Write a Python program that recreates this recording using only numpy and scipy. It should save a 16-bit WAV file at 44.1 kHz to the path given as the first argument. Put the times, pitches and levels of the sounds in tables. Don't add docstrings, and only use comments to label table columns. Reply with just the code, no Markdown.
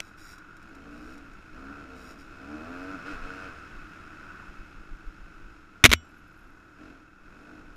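import sys
import numpy as np
from scipy import signal
from scipy.fft import rfft, irfft
from scipy.io import wavfile
from scipy.ndimage import uniform_filter1d

SR = 44100
rng = np.random.default_rng(int(sys.argv[2]) if len(sys.argv) > 2 else 0)


def generate_wav(sig):
    pcm = np.round(np.clip(np.atleast_2d(sig).T, -1, 1) * 32767).astype(np.int16)
    wavfile.write(sys.argv[1], SR, pcm)


N = 342216
TIME = np.arange(N) / SR

# pitch_hz, level_db
FIZZ_TONE = [(7000, -41), (10000, -5.5), (11700, -0.5), (13000, -10), (15000, -29)]
# time_s, level_db, half_width_s
GUSTS = [(1.35, -49, 0.073), (1.54, -46.5, .032), (3.15, -39, 0.018), (3.23, -36.5, 0.061),
         (3.79, -41, 0.057), (4.5, -44, .02), (4.61, -38.5, .028), (4.79, -41.5, 0.036),
         (4.93, -33.5, 0.026), (5.08, -34.5, 0.023), (5.23, -40.5, .031), (5.43, -43.5, 0.083)]
# pitch_hz, level_db
WIND_TONE = [(5, -6), (15, 3.5), (35, -4.5), (60, -15), (100, -30), (250, -52), (800, -77)]
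# pitch_hz, level_db
HISS_TONE = [(1000, 3), (3900, 3), (4700, -4.5), (5100, 2), (6000, -3), (6700, 3), (7600, -6.5),
             (8900, -12), (11500, -8), (12800, -12.5), (14000, -23.5)]
# pitch_hz, width_hz, level_db
STEEL_RINGS = [(2350, 600, -3), (3500, 68, -9.5), (3900, 81, -7.5), (3900, 59, 0.5), (4700, 99, -13.5),
               (5060, 60, 1.5), (5200, 230, -5.5), (5516, 160, 3.5), (6700, 260, -5.5), (6965, 310, -7),
               (8230, 360, -8.5), (9800, 710, -13.5), (12130, 1400, -18.5)]
# start_s, end_s, level_db
CHAIN_SLAPS = [(0, 0.082, -62), (0.169, 0.325, -53.5), (0.903, 1.145, -64.5), (1.946, 2.114, -57.5),
               (2.175, 2.212, -60.5), (3.06, 3.132, -69)]
# time_s, level_db
STONES = [(0.382, -47), (0.5671, -50.5), (0.627, -54), (0.6874, -59), (0.7505, -51.5), (1.1787, -49.5),
          (1.3337, -57)]
# start_s, level_db, decay_s
TWIGS = [(.0032, -16.5, 0.00099), (5.8395, -6, 0.0015), (5.8413, 7.5, 0.0013), (5.8475, -3.5, 0.0038),
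         (5.8526, 10.5, 0.0014), (5.859, 5.5, 0.0033), (5.8936, -19, 0.0028), (5.902, -16, 0.0037),
         (5.916, -3.5, 0.0029), (5.919, -12.5, .003), (5.9286, -0.5, 0.0026), (5.935, 4.5, 0.0016)]
# pitch_hz, level_db
CASE_TONE = [(60, -18), (150, -6.5), (340, -5), (470, -7.5), (640, -7.5), (850, -14.5), (1120, -7),
             (1400, 0.5), (1750, -4.5), (2300, 4), (2900, -4), (3700, -4.5), (4600, -13), (6100, -10.5),
             (7500, -18), (12000, -23), (15000, -26.5)]
# start_s, level_db, pitch_hz, fade_s (time to fall 60 dB)
JOLTS = [(5.843, -8, 112.5, 0.098), (5.854, -17, 239.5, 0.24), (5.889, -7, 61, 0.11),
         (5.938, -17.5, 80.8, 0.15)]
# pitch_hz, level_db, fade_s
MOUNT_RINGS = [(2169, -42, .17), (2972, -36, .19), (3343, -42, .17), (3725, -46, .13), (5647, -43, .22),
               (6616, -52, .14), (7504, -52, .35)]
# time_s, firing_hz
ENGINE_SPEED = [(0, 52), (.78, 54.5), (1, 60.3), (1.18, 64.5), (1.6, 65), (1.7, 70), (1.8, 72.8),
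                (1.92, 65.3), (2.05, 63), (2.44, 67.5), (2.52, 74.7), (2.62, 78), (2.71, 86.8),
                (2.89, 94.5), (3.1, 101), (3.25, 91.5), (3.42, 94), (4.45, 85), (4.9, 60), (5.45, 58),
                (6.5, 44), (7.25, 45), (7.6, 51)]
# open_s, rise_s, shut_s, opening (0-1), bark_db (boost of the low notes),
# roughness (0-1), rasp_db (extra rasp at full load)
TWISTS = [(.6, 0.34, 1.146, 0.44, 3.5, .12, -4), (1.52, 0.057, 1.82, 0.46, 3, 0.18, -5),
          (1.86, 0.027, 2.11, 0.43, 1, 0.16, -2), (2.24, 0.32, 2.95, 0.89, 0, 0.01, -3),
          (3.045, 0.014, 3.12, 1.0, -3.5, .4, 1), (3.21, 0.015, 3.47, 0.6, -5.5, 0.21, 1),
          (6.77, .04, 6.9, 0.37, 3.5, 0.49, 5.5), (7.23, 0.29, 7.6, 0.42, 0.5, 0.19, -3.5)]
# pitch_hz, level_db
PIPE_TONE = [(70, -3.5), (95, -18), (140, -33.5), (200, -6.5), (255, 0.5), (305, 4.5), (328, -13),
             (375, -18.5), (455, -4.5), (530, -15), (650, -9.5), (880, -21.5), (1200, -16.5), (1420, -16),
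             (1680, -44), (2200, -49)]
# pitch_hz, level_db
BURBLE_TONE = [(25, -12), (70, 2), (130, -3.5), (190, -0.5), (250, -5.5), (310, 3.5), (400, -9),
               (520, -13.5), (700, -13.5), (1000, -15.5), (1900, -26.5), (3500, -53)]
# pitch_hz, level_db
CLATTER_TONE = [(500, -41.5), (900, -19), (1130, -9), (1220, -7), (1320, 1), (1460, 2.5), (1540, -1),
                (1640, -7.5), (1760, -15.5), (2000, -22.5), (3000, -66)]
# pitch_hz, level_db
RASP_TONE = [(1200, -13.5), (1750, -2.5), (2050, -3.5), (2220, -1.5), (2380, -5.5), (2590, 3.5),
             (2800, -7.5), (3150, -10.5), (3600, -14), (4400, -15.5), (4700, -19), (5050, -13), (6000, -21),
             (6800, -22), (8800, -29), (12500, -38), (14500, -47.5)]
# time_s, added_db, half_width_s
CLATTER_SWELLS = [(.4, 4, 0.26), (1.709, 3.5, .09), (3.2, 4, .35), (4.33, 4, 0.12)]
# time_s, change_db, half_width_s
DIPS = [(5.68, -2, .08), (7.14, -2.5, .11)]

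# cruise_db (throttle shut), doubling_db (per doubling of speed), full_load_db
HISS_LEVEL, CHAIN_LEVEL = (-71, 3.6, 1.4), (-76.5, 6.5, 2.6)
NOTE_LEVEL, BURBLE_LEVEL = (-42, 6.3, 0.48), (-53.5, 5.5, 0.33)
CLATTER_LEVEL, RASP_LEVEL = (-54, 4.5, 2.4), (-60, 8.9, 5.24)
BARK_COLUMN, ROUGH_COLUMN, RASP_COLUMN = 4, 5, 6


def gain_of(db):
    return 10 ** (np.asarray(db) / 20)


def evened(x):
    return x / np.sqrt(np.mean(x ** 2) + 1e-20)


def steadied(x, size=4001):
    return x / np.sqrt(uniform_filter1d(uniform_filter1d(x ** 2, size), size) + 1e-12)


def colour(x, tone, size=4096):
    hz, db = np.transpose(tone)
    bins = abs(np.fft.fftfreq(size, 1 / SR))
    curve_db = np.interp(np.log(bins + 1), np.log(hz + 1), db)
    response = np.exp(np.conj(signal.hilbert(np.log(gain_of(curve_db)))))
    taps = np.fft.ifft(response).real
    return signal.oaconvolve(x, taps[:size // 2])[:N]


def wander(rate_hz):
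    keep = np.fft.rfftfreq(N, 1 / SR) < rate_hz
    return evened(irfft(rfft(rng.standard_normal(N)) * keep, N))


def since(s):
    return np.clip(TIME - s, 0, 1)


def hump(s, width_s):
    return np.exp(-((TIME - s) / width_s) ** 2)


def scatter(x, decay_s, wet_db, size=1500):
    tail = rng.standard_normal(size) * np.exp(-TIME[:size] / decay_s)
    return x + gain_of(wet_db) * signal.oaconvolve(x, tail / np.linalg.norm(tail))[:N]


def loudness(level, speed, load, cruise_hz=60):
    cruise_db, doubling_db, load_db = level
    return gain_of(cruise_db + doubling_db * np.log2(speed / cruise_hz) + load_db * load)


def per_twist(column):
    times, values = zip(*[(s, twist[column]) for twist in TWISTS for s in (twist[0], twist[2])])
    return np.interp(TIME, times, values)


def fizz(level_db=-52, middle_s=6.3, width_s=.33, ticks_per_s=120):
    ticks = rng.standard_normal(N) * (rng.random(N) < ticks_per_s / SR)
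    patter = colour(scatter(ticks, decay_s=.002, wet_db=8), FIZZ_TONE)
    return gain_of(level_db) * hump(middle_s, width_s) * patter


def wind(speed, load, breeze_db=-56, lumpy_db=3):
    lumps = sum(gain_of(db) * hump(s, width) for s, db, width in GUSTS)
    breeze = gain_of(breeze_db + lumpy_db * wander(4.4))
    rumble = steadied(colour(rng.standard_normal(N), WIND_TONE, size=16384), size=2001)
    hiss = evened(colour(rng.standard_normal(N), HISS_TONE))
    return np.hypot(lumps, breeze) * rumble + loudness(HISS_LEVEL, speed, load) * hiss


def steel(blows):
    t = TIME[:2048]
    ring = sum(gain_of(db) * width * np.exp(-np.pi * width * t) * np.sin(2 * np.pi * hz * t)
               for hz, width, db in STEEL_RINGS)
    return signal.oaconvolve(blows, ring / abs(ring).max())[:N]


def slap(start, end, db, attack_s=0.014, build_db=6, release_s=0.028):
    rising_db = build_db * np.clip((TIME - end) / (end - start), -1, 0)
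    onset = np.minimum(since(start) / attack_s, 1)
    return gain_of(db + rising_db) * onset * np.exp(-since(end) / release_s)


def chain(speed, load, links_per_s=102, decay_links=0.72):
    links = np.cumsum(links_per_s * (1 + 0.049 * wander(37))) / SR
    scrape = np.exp(-(links % 1) / decay_links) * rng.standard_normal(N)
    slaps = sum(slap(*row) for row in CHAIN_SLAPS)
    return np.hypot(loudness(CHAIN_LEVEL, speed, load), slaps) * steadied(steel(scrape))


def stones():
    ticks = np.zeros(N)
    for s, db in STONES:
        ticks[round(s * SR)] = gain_of(db)
    return steel(scatter(ticks, decay_s=0.0053, wet_db=10.5))


def branch(crack_db=8, rattle_db=-30, rattle_s=0.0088):
    force = np.zeros(N)
    for s, db, decay_s in TWIGS:
        rattle = gain_of(rattle_db) * np.exp(-since(s) / rattle_s)
        force += gain_of(db) * (TIME > s) * (np.exp(-since(s) / decay_s) + rattle)
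    cracks = gain_of(crack_db) * colour(force * rng.choice([-1, 1], N), CASE_TONE)
    rocking = sum(gain_of(db - 60 * since(s) / fade_s) * np.sin(2 * np.pi * hz * since(s))
                  for s, db, hz, fade_s in JOLTS)
    free_s = since(TWIGS[-1][0])
    ring = sum(gain_of(db - 60 * free_s / fade_s) * np.sin(2 * np.pi * hz * free_s)
               for hz, db, fade_s in MOUNT_RINGS)
    return cracks + rocking + ring


def throttle(release_s=0.11, sag_share=.145, sag_s=.022, rough_shut=.9):
    load, held = np.zeros(N), np.zeros(N)
    for open_s, rise_s, shut_s, opening, *_ in TWISTS:
        rise = np.clip((TIME - open_s) / rise_s, 0, 1)
        load = np.maximum(load, opening * rise * np.exp(-since(shut_s) / release_s))
        held[(TIME > open_s) & (TIME < shut_s)] = 1
    keep = np.exp(-1 / (sag_s * SR))
    grip = signal.lfilter([1 - keep], [1, -keep], held)
    rough = np.clip(rough_shut + (per_twist(ROUGH_COLUMN) - rough_shut) * grip, 0, 1)
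    speed = np.interp(TIME, *np.transpose(ENGINE_SPEED)) * (1 - sag_share * (1 - grip))
    return speed, load, rough


def crank(speed, rough, flutter=.03):
    return np.cumsum(speed * (1 + flutter * rough * wander(40))) / SR


def firings(turns, rough, jitter_s=.0005, puff_turns=0.88, leak=1.0):
    starts = np.flatnonzero(np.diff(np.floor(turns)))
    strength, late = rng.standard_normal((len(starts), 2)).T
    shift = np.round(late * rough[starts] * jitter_s * SR).astype(int)
    pulses = np.zeros(N)
    pulses[np.clip(starts + shift, 0, N - 1)] = np.exp(.5 * rough[starts] * np.clip(strength, -2, 2))
    return pulses, leak + np.exp(-(turns % 1) / puff_turns)


def pulses_and_gas(pulses, puffs, tone, gas_share):
    buzz = steadied(colour(pulses - uniform_filter1d(pulses, size=2001), tone))
    gas = steadied(colour(puffs * rng.standard_normal(N), tone))
    return np.sqrt(1 - gas_share) * buzz + np.sqrt(gas_share) * gas


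def exhaust_note(turns, speed, count=26, shimmer_db=2.5, bark_fade_hz=(330, 450), unsteady=0.08):
    moments, firing_hz = TIME[::256], speed[::256]
    bark_db = per_twist(BARK_COLUMN)[::256]
    pipe_hz, pipe_db = np.transpose(PIPE_TONE)
    note = np.zeros(N)
    for k in range(1, count + 1):
        waver = evened(uniform_filter1d(rng.standard_normal(len(moments)), size=7))
        low = np.interp(k * firing_hz, bark_fade_hz, [1, 0])
        level_db = np.interp(k * firing_hz, pipe_hz, pipe_db) + low * bark_db + shimmer_db * waver
        wave = np.cos(2 * np.pi * (k * turns + rng.random()))
        note += np.interp(TIME, moments, gain_of(level_db)) * wave
    return evened(note * (1 + unsteady * wander(45)))


def engine(speed, load, rough, power_band_hz=69.7, spread_hz=4.9, power_band_db=2.5):
    turns = crank(speed, rough)
    pulses, puffs = firings(turns, rough)
    knocks = scatter(pulses, decay_s=0.0087, wet_db=15.5)
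    in_band = .5 + .5 * np.tanh((speed - power_band_hz) / spread_hz)
    swell_db = power_band_db * in_band + sum(db * hump(s, width) for s, db, width in CLATTER_SWELLS)
    gas_share = .64 + .27 * rough
    note = load * exhaust_note(turns, speed)
    burble = pulses_and_gas(pulses, puffs, BURBLE_TONE, gas_share=1.0)
    clatter = gain_of(swell_db) * pulses_and_gas(pulses, puffs, CLATTER_TONE, gas_share)
    rasp = gain_of(load * per_twist(RASP_COLUMN)) * pulses_and_gas(knocks, puffs, RASP_TONE, gas_share)
    parts = [(NOTE_LEVEL, note), (BURBLE_LEVEL, burble), (CLATTER_LEVEL, clatter), (RASP_LEVEL, rasp)]
    return sum(loudness(level, speed, load) * sound for level, sound in parts)


def scene():
    speed, load, rough = throttle()
    ride = engine(speed, load, rough) + wind(speed, load) + chain(speed, load) + stones()
    dip_db = sum(db * hump(s, width) for s, db, width in DIPS)
    return (gain_of(dip_db) * ride + branch() + fizz())[None]


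def record(dry, threshold_db=-22, squeeze=0.48, recovery_db_per_s=170, top_hz=15300):
    power = signal.lfilter([1 / 400], [1, 1 / 400 - 1], dry[0] ** 2)
    power_db = 10 * np.log10(power + 1e-12)
    fall_db = TIME * recovery_db_per_s
    held_db = np.maximum.accumulate(power_db + fall_db) - fall_db
    over_db = np.maximum(held_db - threshold_db, 0)
    duck_db = squeeze * signal.lfilter([1 / 900], [1, 1 / 900 - 1], over_db)
    clipped = np.clip(dry * gain_of(-duck_db), -1, 1)
    treble_cut = signal.firwin(255, top_hz, window=("kaiser", 7), fs=SR)
    return signal.oaconvolve(clipped, treble_cut[None], "same")


dry = scene()
out = record(dry)
generate_wav(out)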